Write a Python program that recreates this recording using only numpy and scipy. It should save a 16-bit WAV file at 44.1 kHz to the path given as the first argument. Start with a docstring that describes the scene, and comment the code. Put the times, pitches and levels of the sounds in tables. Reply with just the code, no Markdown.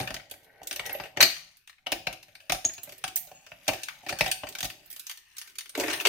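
"""A small room with a faint rumble; a bunch of keys hangs from the lock of a hollow wall box.
The key turns, the lever snaps up, the lid knocks, keys clink and a few ring on; at the end the bunch drops on a desk.
Each contact is a short burst of noise that makes casing, lock, keys, wall and box or desk ring.
Sliding noise, decaying tones, low rumble and a noise room tail complete it, heard through two microphones."""
import sys
import numpy as np
from scipy import signal
from scipy.fft import rfft, irfft, next_fast_len
from scipy.io import wavfile
from scipy.ndimage import uniform_filter1d

SR = 44100
rng = np.random.default_rng(int(sys.argv[2]) if len(sys.argv) > 2 else 0)


def transcribe(u):
    """Save the signal u as a 16-bit wav file named by the first command-line argument.

    u: samples, shape (n,) or (channels, n), limited to [-1, 1]; the rate is SR.
    q: integer samples, one column per channel.
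    """
    v = np.clip(np.atleast_2d(u).T, -1, 1)
    q = np.round(v * 32767).astype(np.int16)
    wavfile.write(sys.argv[1], SR, q)


N = 268216

# knocks and clinks: start_s, casing level_db, hollowness_db, brightness_db, knock_hz
# levels are relative; hollowness (box) and brightness (keys) count from the casing level
HITS = [(.0741, -21, -22, -25, 575), (.1052, -29, -6, -16, 665), (.1424, -29.5, -9, -5.5, 680),
        (.1647, -28.5, -14.5, -21, 726), (.1982, -38, -33, -41.5, 696), (0.299, -51, -10, -1, 700),
        (.3125, -44, 0, 7.5, 710), (.3385, -43, -9.5, -14, 696), (.432, -66.5, -20, 6, 700),
        (.445, -67, -20, 7, 700), (.6165, -48, 6, -24, 750), (.6324, -51.5, -15, 6, 456),
        (.672, -41, -14, 10, 600), (.7112, -25, -14, -9, 664), (.728, -35, -17, 0, 610),
        (.7609, -31.5, -22, -2, 636), (.7948, -22, -12.5, -20, 670), (.855, -36, -19, -13, 690),
        (.8626, -41, -15, 6.5, 755), (.8948, -29, -8, -16.5, 755), (.9067, -52, -10, -29, 590),
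        (.9487, -33, -0.5, -23, 610), (.9991, -27, -1, -25, 875), (1.0371, -33, -5, -22, 655),
        (1.056, -39, -12, -21.5, 750), (1.1644, -41, -21, -27, 415), (1.1716, -17.5, -9, -27.5, 750),
        (1.1977, -35, 5.5, -23, 750), (1.2049, -9, -17, -17.5, 830), (1.212, -11, -20, -5, 790),
        (1.2245, -10.5, -21, -27, 623), (1.2285, -14, -13, -2.5, 614), (1.365, -37.5, -28, -17, 725),
        (1.57, -69.5, -24.5, 14, 489), (1.6752, -42.5, -37, -7, 817), (1.6954, -40.5, -38.5, -14, 920),
        (1.728, -50.5, -35, -23.5, 967), (1.7825, -52.5, -34, -32.5, 740), (1.8633, -29.5, -6, -33, 875),
        (1.868, -21.5, -13.5, -23, 825), (1.9195, -21.5, -3.5, -6, 727), (1.9246, -15.5, -14, -32, 665),
        (2.0697, -16, -10, -21.5, 803), (2.1278, -33.5, -8.5, -10, 670), (2.2284, -43, -22, -8, 775),
        (2.283, -51.5, -4.5, -15, 667), (2.3525, -39.5, -19.5, -11.5, 937), (2.4025, -43, -24, -19, 554),
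        (2.4972, -15.5, -12, -16.5, 692), (2.5212, -20, -7, -3.5, 835), (2.5465, -29.5, -12, -14, 573),
        (2.6449, -33, -4.5, -11, 635), (2.6497, -35.5, -9, 2, 620), (2.695, -36, -18, -15, 620),
        (2.7363, -47, -23, 4, 800), (2.7801, -36, -10, -17, 790), (2.833, -61, 1, 26, 615),
        (2.874, -46, 2, -22, 815), (2.893, -44.5, -8, -3.5, 660), (2.922, -44, -6.5, -3, 583),
        (2.9807, -72.5, -24, 26, 503), (3.0403, -20.5, -9.5, -11, 830), (3.0784, -32, -17, -5.5, 555),
        (3.159, -60.5, -2, 39, 999), (3.165, -35, -22, -25, 810), (3.171, -65, -34, 16, 756),
        (3.174, -58.5, -29, 28, 740), (3.272, -59.5, 2, 8, 770), (3.3152, -51.5, 6.5, -8, 750),
        (3.465, -38, -22, -21.5, 653), (3.5174, -33, -9.5, -39, 622), (3.6665, -46, -28, -22, 690),
        (3.6801, -16.5, -6.5, -5.5, 740), (3.6904, -14, -13.5, -49, 615), (3.7338, -29.5, -7, -9, 625),
        (3.741, -48.5, 8, -22, 614), (3.834, -34, -24, 1, 606), (3.8848, -27, -34, -14.5, 1040),
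        (3.8936, -34.5, -33, -49, 999), (4.033, -65, 20.5, 0, 724), (4.0644, -29.5, -8, -22, 755),
        (4.087, -30, -19, -11.5, 740), (4.0922, -20.5, -20, -16, 745), (4.101, -34, 0.5, -9, 700),
        (4.125, -27.5, -4, -13, 654), (4.1878, -33.5, -16, -1, 727), (4.197, -34, -25.5, -15, 727),
        (4.2085, -9, -11.5, -21, 685), (4.242, -36, -18, -8.5, 694), (4.2615, -19, -8, -17.5, 690),
        (4.2784, -32, -2.5, -6, 750), (4.3149, -22, -26, -0.5, 977), (4.4345, -27.5, -2.5, -36.5, 694),
        (4.4692, -32, -21, -17, 725), (4.4885, -46, -17, 10.5, 283), (4.5251, -43.5, -26, -3, 738),
        (4.5516, -26, -31, -14, 902), (4.586, -31.5, -19, -4.5, 999), (4.6062, -28.5, -13, -4, 694),
        (4.6291, -28.5, -10, -1, 670), (4.6448, -31, -6, -3, 745), (4.652, -31.5, -21, -2, 710),
        (4.7007, -30, -23, -12, 690), (4.86, -82.5, -10, 30, 844), (4.9034, -62.5, -6, 19, 830),
        (4.9282, -62.5, -5, 22.5, 452), (4.912, -64.5, -20, 23, 497), (4.9631, -48, -17, 7, 520),
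        (4.9958, -48, -39, 11, 430), (5.0682, -40.5, -45, 2.5, 890), (5.0963, -33, -55, -3, 886),
        (5.1127, -34.5, -35.5, -6, 990), (5.1736, -48.5, -23.5, 2.5, 483), (5.3674, -48, -47.5, 4.5, 820),
        (5.3828, -39, -43.5, 3.5, 770), (5.4145, -36.5, -52, -4.5, 980), (5.4745, -46.5, -37, -3, 455),
        (5.498, -60, -30, 5, 460), (5.5553, -47.5, -39, -3, 463), (5.5852, -32.5, -41, 0.5, 624),
        (5.6078, -37.5, -49, -6, 751), (5.658, -39, -35, -15, 450), (5.694, -48.5, -26, 8.5, 580),
        (5.7515, -25, -15.5, -15, 414), (5.7763, -44.5, 13.5, 9, 414), (5.7983, -26.5, -6.5, -5, 312),
        (5.809, -37.5, -4, -4, 600), (5.8362, -25.5, -8, -18, 290), (5.882, -23.5, -15, -27, 760),
        (5.9012, -23, -35, -27, 640), (5.9323, -25, -36, -9, 778), (6.0006, -27.5, -37, -13.5, 875),
        (6.0093, -32.5, -13, -3, 323), (6.0521, -9.5, -22.5, -20.5, 930), (6.0594, -20.5, -10, -10, 385),
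        (6.0696, -12.5, -28, -12.5, 293)]
HIT_S, HIT_DB, HOLLOW_DB, BRIGHT_DB, KNOCK_HZ = np.transpose(HITS)

# fine rattle of the moving bunch: time_s, jingle_db, rub_db (rubbing on box or desk), relative levels
RATTLE = [(0, -30.5, -26), (.04, -43, -46), (.2, -74, -59), (.42, -71.5, -66), (.66, -67.5, -62),
          (.86, -52, -52), (1.07, -54, -64), (1.18, -80, -55), (1.3, -39.5, -59.5), (1.45, -59.5, -65.5),
          (1.7, -75.5, -104), (1.85, -78, -68.5), (2.0, -72, -53), (2.4, -64, -70), (2.7, -58.5, -66),
          (3.2, -60.5, -62.5), (3.6, -61, -67), (3.75, -48, -62), (4.02, -59, -63), (4.25, -43, -53.5),
          (4.62, -67.5, -58.5), (4.8, -61, -60.5), (4.95, -58.5, -73.5), (5.25, -63, -94.5),
          (5.42, -57, -73), (5.72, -70.5, -75), (5.78, -41.5, -38.5), (5.93, -32.5, -41),
          (6.08, -52.5, -58)]
RATTLE_S, JINGLE_DB, RUB_DB = np.transpose(RATTLE)

ON_DESK = np.arange(N) >= 5.74 * SR  # from this second the bunch hits the desk, not the box


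def undb(db):
    """Turn decibels into a plain gain."""
    return 10 ** (np.asarray(db) / 20)


def pair(size, alike):
    """Left and right noise that are partly the same (alike: 0 unrelated, 1 identical)."""
    mid, side = rng.standard_normal((2, size))
    opposite = np.array([[1], [-1]])
    return np.sqrt((1 + alike) / 2) * mid + np.sqrt((1 - alike) / 2) * side * opposite


def grains(spread_db, size):
    """Gain that changes from grain to grain, a few much stronger than the rest; rms 1."""
    strength = np.minimum(rng.exponential(size=N // size + 1), 3.5)
    steps = np.repeat(strength, size)[:N]
    gain = undb(spread_db * uniform_filter1d(steps, size=size // 2))  # soften the edges
    return gain / np.sqrt(np.mean(gain ** 2))


def ring(x, hz, width):
    """One resonance, gain 1 at its centre."""
    return signal.lfilter(*signal.iirpeak(hz, hz / width, fs=SR), x)


def body(push, modes, hit_hz=1000., focus_db=0):
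    """Contacts land in different places, so each mode gets a new share at each hit; unit gain for noise."""
    scatter_db = 3.0  # spread of a mode's share from hit to hit
    hit = np.searchsorted(HIT_S, np.arange(N) / SR + .002)  # new shares begin 2 ms ahead
    hit_rows = np.r_[0, :len(HITS)]  # one extra row for the time before the first hit
    hit_hz = np.broadcast_to(hit_hz, len(HITS))[hit_rows]
    focus_db = np.broadcast_to(focus_db, len(HITS))[hit_rows]  # loss per octave

    # modes far from the hit's pitch are driven less
    octaves = np.abs(np.log2(np.array(modes)[:, 0] / hit_hz[:, None]))
    luck_db = scatter_db * rng.standard_normal((len(HITS) + 1, len(modes)))
    share = undb(luck_db - focus_db[:, None] * octaves)
    weight = np.array([undb(2 * db) * np.pi * width / SR for _, width, db in modes])
    share /= np.sqrt(share ** 2 @ weight)[:, None]

    rung = 0
    for k, (hz, width, db) in enumerate(modes):
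        sign = (-1) ** k
        rung = rung + sign * undb(db) * ring(push * share[hit, k], hz, width)
    # little is radiated outside the span of the modes
    edges = [modes[0][0] / 1.5, min(1.4 * modes[-1][0], 19000)]
    return signal.sosfilt(signal.butter(4, edges, "band", fs=SR, output="sos"), rung)


def contacts(hits, rattle_db, grain_db, hit_db, alike, tick, t60_s, onset_s):
    """Force on one body: each hit is a short noise burst with a rounded onset, a tick and a decay, over rattle."""
    t, noise = np.arange(N) / SR, pair(N, alike)
    force = undb(np.interp(t, RATTLE_S, rattle_db)) * grains(grain_db, size=64) * noise
    lead = int(4 * onset_s * SR)  # samples of onset before the tick
    hit_t = t[:int(.2 * SR)] - lead / SR
    for s, db in hits:
        i = max(int(s * SR) - lead, 0)
        shape = np.where(hit_t < 0, np.exp(hit_t / onset_s), undb(-60 * hit_t / t60_s))[:N - i]
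        end = i + len(shape)
        energy = np.sum(shape ** 2)  # the same for every draw of noise
        burst = shape * noise[:, i:end]
        burst *= np.sqrt((1 - tick) * energy / np.sum(burst ** 2, axis=1, keepdims=True))
        burst[:, lead] += np.sqrt(tick * energy)  # the tick takes this share of the energy
        force[:, i:end] += undb(db + hit_db) * burst
    return force


def tones(s, modes, buzz=0.):
    """Decaying modes from one blow; loose parts make their phases wander, which sounds as a buzz."""
    out = np.zeros((2, N))
    start = int(s * SR)
    t = np.arange(min(N - start, SR // 2)) / SR
    attack = np.minimum(t / 0.00014, 1)
    for hz, db, t60 in modes:
        phase = rng.normal(0, 1.0, (2, 1))  # radians, separate for each microphone
        wander = uniform_filter1d(rng.standard_normal((2, len(t))), size=256) * 16
        wobble = wander * buzz * np.minimum(t / 0.018, 1)
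        tone = np.sin(2 * np.pi * hz * t + phase + wobble)
        out[:, start:start + len(t)] += undb(db - 60 * t / t60) * tone * attack
    return out


def rumble():
    """Steady low rumble of the house: noise below 90 Hz, partly the same on both sides."""
    level_db, top_hz = -79, 90
    low = signal.sosfilt(signal.butter(2, top_hz, fs=SR, output="sos"), pair(N, 0.58))
    return undb(level_db) * low / low.std()


def room(x):
    """Diffuse reflections start after a few ms; each band of noise has its own level, decay and likeness."""
    # room tail: low_hz, high_hz, relative level_db, t60_s, left-right likeness (0 to 1)
    bands = [(25.2, 680, -4.5, 0.23, 1), (500, 2340, -8, 0.26, 0), (2130, 7300, -10.5, 0.42, 0),
             (6450, 21000, -9, 0.3, 0)]
    t = np.arange(int(.6 * SR)) / SR
    tail = 0
    for lo_hz, hi_hz, db, t60, alike in bands:
        band_pass = signal.butter(2, [lo_hz, hi_hz], "band", fs=SR, output="sos")
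        band = signal.sosfilt(band_pass, pair(len(t), alike))
        fade = undb(-60 * t / t60) * np.clip((t - .0028) / 0.0025, 0, 1)
        tail = tail + undb(db) * band * fade / np.sqrt(np.sum(fade ** 2))
    return signal.fftconvolve(x, tail, axes=1)[:, :N]


def slide():
    """The key blade sticks and slips over the pins: grainy noise sets the barrel humming."""
    # sliding of the blade: time_s, relative level_db
    path = [(.36, -64.5), (.45, -64.5), (.6, -60), (.7, -62), (0.801, -61), (0.867, -40), (.93, -45),
            (1, -64.5), (1.058, -47), (1.119, -86.5)]
    # humming of the barrel: pitch_hz, width_hz, relative level_db
    barrel = [(470, 60, -3), (800, 80, -2), (1520, 90, -7), (1910, 80, -2), (2200, 100, -7)]
    s, db = np.transpose(path)
    level = undb(np.interp(np.arange(N) / SR, s, db, right=-200))
    return body(level * grains(2.8, size=256) * pair(N, 0.71), barrel)


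def wall_thud():
    """Hollow knocks shake the wall, and the hand jolts the box against it; both ring low modes."""
    # low thud: pitch_hz, width_hz, relative level_db
    low_modes = [(48.6, 27, -1), (74.5, 72.6, -2), (134, 34, 1.5), (238.5, 62, -7.5)]
    # jolts of the box by the hand: start_s, relative level_db
    jolts = [(.0044, -30.5), (0.1043, -33), (1.1957, -39), (1.224, -39), (1.9175, -55), (2.4972, -53),
             (2.545, -53), (2.6501, -40), (3.0794, -53), (3.5194, -51.5), (3.6888, -39), (4.123, -40.5),
             (4.2096, -58), (4.4325, -42.5), (4.6282, -38.5), (4.6468, -38)]
    wall_db = -11.5  # hit strength set against the hollow knock
    knocks = contacts(zip(HIT_S, HIT_DB + HOLLOW_DB + wall_db), RUB_DB - 6.0, grain_db=4.0, hit_db=6.5,
                      alike=0.94, tick=.7, t60_s=0.021, onset_s=.0007)
    knocks *= np.where(ON_DESK, undb(-8.0), 1)  # the desk stands off the wall
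    bare_jolts = contacts(jolts, RUB_DB - 200, grain_db=0, hit_db=8.5,  # -200: no rattle
                          alike=0.9, tick=.9, t60_s=0.017, onset_s=.0006)
    return body(knocks, low_modes) + body(bare_jolts, low_modes)


def hollow_knock():
    """The hollow box, later the desk top, rings near the pitch of each knock."""
    # hollow box: pitch_hz, width_hz, relative level_db
    box = [(345.7, 110, 8), (465.6, 220, -5), (613, 101, 1.5), (696, 126, -2.5), (743, 66, 1.5),
           (855, 220, -14)]
    # desk top: pitch_hz, width_hz, relative level_db
    desk = [(323, 47, 0.9), (440, 36, 0.8), (587, 83, -1), (870, 430, -6.5)]
    knock = contacts(zip(HIT_S, HIT_DB + HOLLOW_DB), RUB_DB, grain_db=1.5, hit_db=4.5,
                     alike=0.87, tick=0.32, t60_s=0.05, onset_s=0.001)
    on_box = body(knock * ~ON_DESK, box, KNOCK_HZ, focus_db=21.5)
    return on_box + body(knock * ON_DESK, desk, KNOCK_HZ, focus_db=3.5)


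def casing_knock():
    """Every contact rings the broad middle resonances of the casing."""
    # casing: pitch_hz, width_hz, relative level_db
    casing = [(1115, 650, -11.5), (1553, 200, -1.5), (1826, 153, -1.5), (2282, 370, -0.5), (2644, 395, 1),
              (3010, 400, -5)]
    force = contacts(zip(HIT_S, HIT_DB), JINGLE_DB, grain_db=2.0, hit_db=-2.5,
                     alike=0.42, tick=0.074, t60_s=0.042, onset_s=0.00074)
    return body(force, casing)


def lock_rattle():
    """Contacts ring the lock barrel, more strongly when the hit is bright."""
    # lock barrel: pitch_hz, width_hz, relative level_db
    lock = [(3280, 1400, -1), (4014, 710, 1), (4450, 160, 1.5), (4890, 140, 1.5), (5730, 780, -4.5)]
    follows = 0.55  # dB of lock per dB of brightness
    force = contacts(zip(HIT_S, HIT_DB + follows * BRIGHT_DB), JINGLE_DB - 2.5, grain_db=5.0, hit_db=1.93,
                     alike=0.067, tick=0.046, t60_s=0.058, onset_s=0.00079)
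    return body(force, lock)


def lever_snap():
    """The lever's spring snap rings the steel frame with a buzz."""
    # snaps: start_s, relative level_db
    snaps = [(1.207, -13.5), (1.228, -13)]
    # steel frame: pitch_hz, relative level_db, t60_s
    frame = [(2420, -8, 0.11), (2860, -3.5, 0.021), (3960, -8, 0.16), (4150, -12.5, 0.14), (4250, -6, 0.18),
             (4430, -4.5, 0.13), (4460, -5, 0.12), (4930, -10, 0.13), (6020, 4.5, 0.019)]
    return sum(undb(db) * tones(s, frame, buzz=1.5) for s, db in snaps)


def ringing_keys():
    """Single keys are struck so that one mode sings; close pairs beat."""
    # singing keys: start_s, pitch_hz, relative level_db, t60_s
    pings = [(0.929, 12700, -26.5, 0.09), (.927, 12650, -35, 0.1), (2.651, 6640, -9, 0.04),
             (2.651, 6210, -19, 0.017), (2.652, 6700, -27, 0.13), (3.35, 6950, -51, 0.24),
             (4.86, 13200, -54.5, .08), (4.901, 13760, -37.5, 0.054)]
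    return sum(tones(s, [(hz, db, t60)], buzz=.3) for s, hz, db, t60 in pings)


def key_clinks():
    """Keys clink in their high modes; those brighter than the casing lean towards the top ones."""
    # keys: pitch_hz, width_hz, relative level_db
    key_modes = [(6260, 210, -13.5), (6360, 870, 1.5), (8290, 730, 2.5), (8740, 890, 3.5),
                 (10460, 1800, -3), (12276, 550, 2), (14400, 720, -0.5), (15400, 690, -5.5)]
    clink_hz, clink_tilt = 15000, 0.44  # tilt: dB per octave for each dB of brightness above 0
    force = contacts(zip(HIT_S, HIT_DB + BRIGHT_DB), JINGLE_DB - 4.0, grain_db=3.5, hit_db=3.5,
                     alike=0.39, tick=0.17, t60_s=0.053, onset_s=0.00072)
    return body(force, key_modes, clink_hz, clink_tilt * np.maximum(BRIGHT_DB, 0))


def keys_and_box():
    """Everything the keys, lock, box, wall and desk give off, added up."""
    low = wall_thud() + hollow_knock()
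    metal = casing_knock() + lock_rattle() + key_clinks()
    return low + metal + ringing_keys() + lever_snap() + slide()


def scene():
    """Sound and room tail share one left-right lean, before the microphones tilt it by pitch; plus rumble."""
    lean_db = 4  # left minus right
    near = keys_and_box() * undb(np.array([[lean_db], [-lean_db]]) / 2)
    return near + room(near) + rumble()


def record(dry):
    """Two microphones of unlike colour, a short way apart; loud peaks are rounded and the top is cut."""
    # tilt between the microphones: pitch_hz, left minus right level_db
    ports = np.array([(60, -2), (250, -5.5), (500, -7), (1000, -5), (2000, 3.5), (4000, -0.5), (8000, -5.5),
                      (13000, -10)])
    lag_s, top_hz = .00003, 16000  # the left is later by lag_s
    size = next_fast_len(N)
    hz = np.arange(size // 2 + 1) * SR / size + 1  # +1 keeps the logarithm finite
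    tilt_db = np.interp(np.log(hz), np.log(ports[:, 0]), ports[:, 1]) / 2
    port = undb(tilt_db) * np.exp(-1j * np.pi * hz * lag_s)  # half the tilt and lag on each side
    out = irfft(rfft(dry, size) * np.array([port, 1 / port]), size)[:, :N]
    top_cut = signal.ellip(10, .2, 90, top_hz, fs=SR, output="sos")
    return signal.sosfilt(top_cut, np.tanh(out))


dry = scene()
out = record(dry)
transcribe(out)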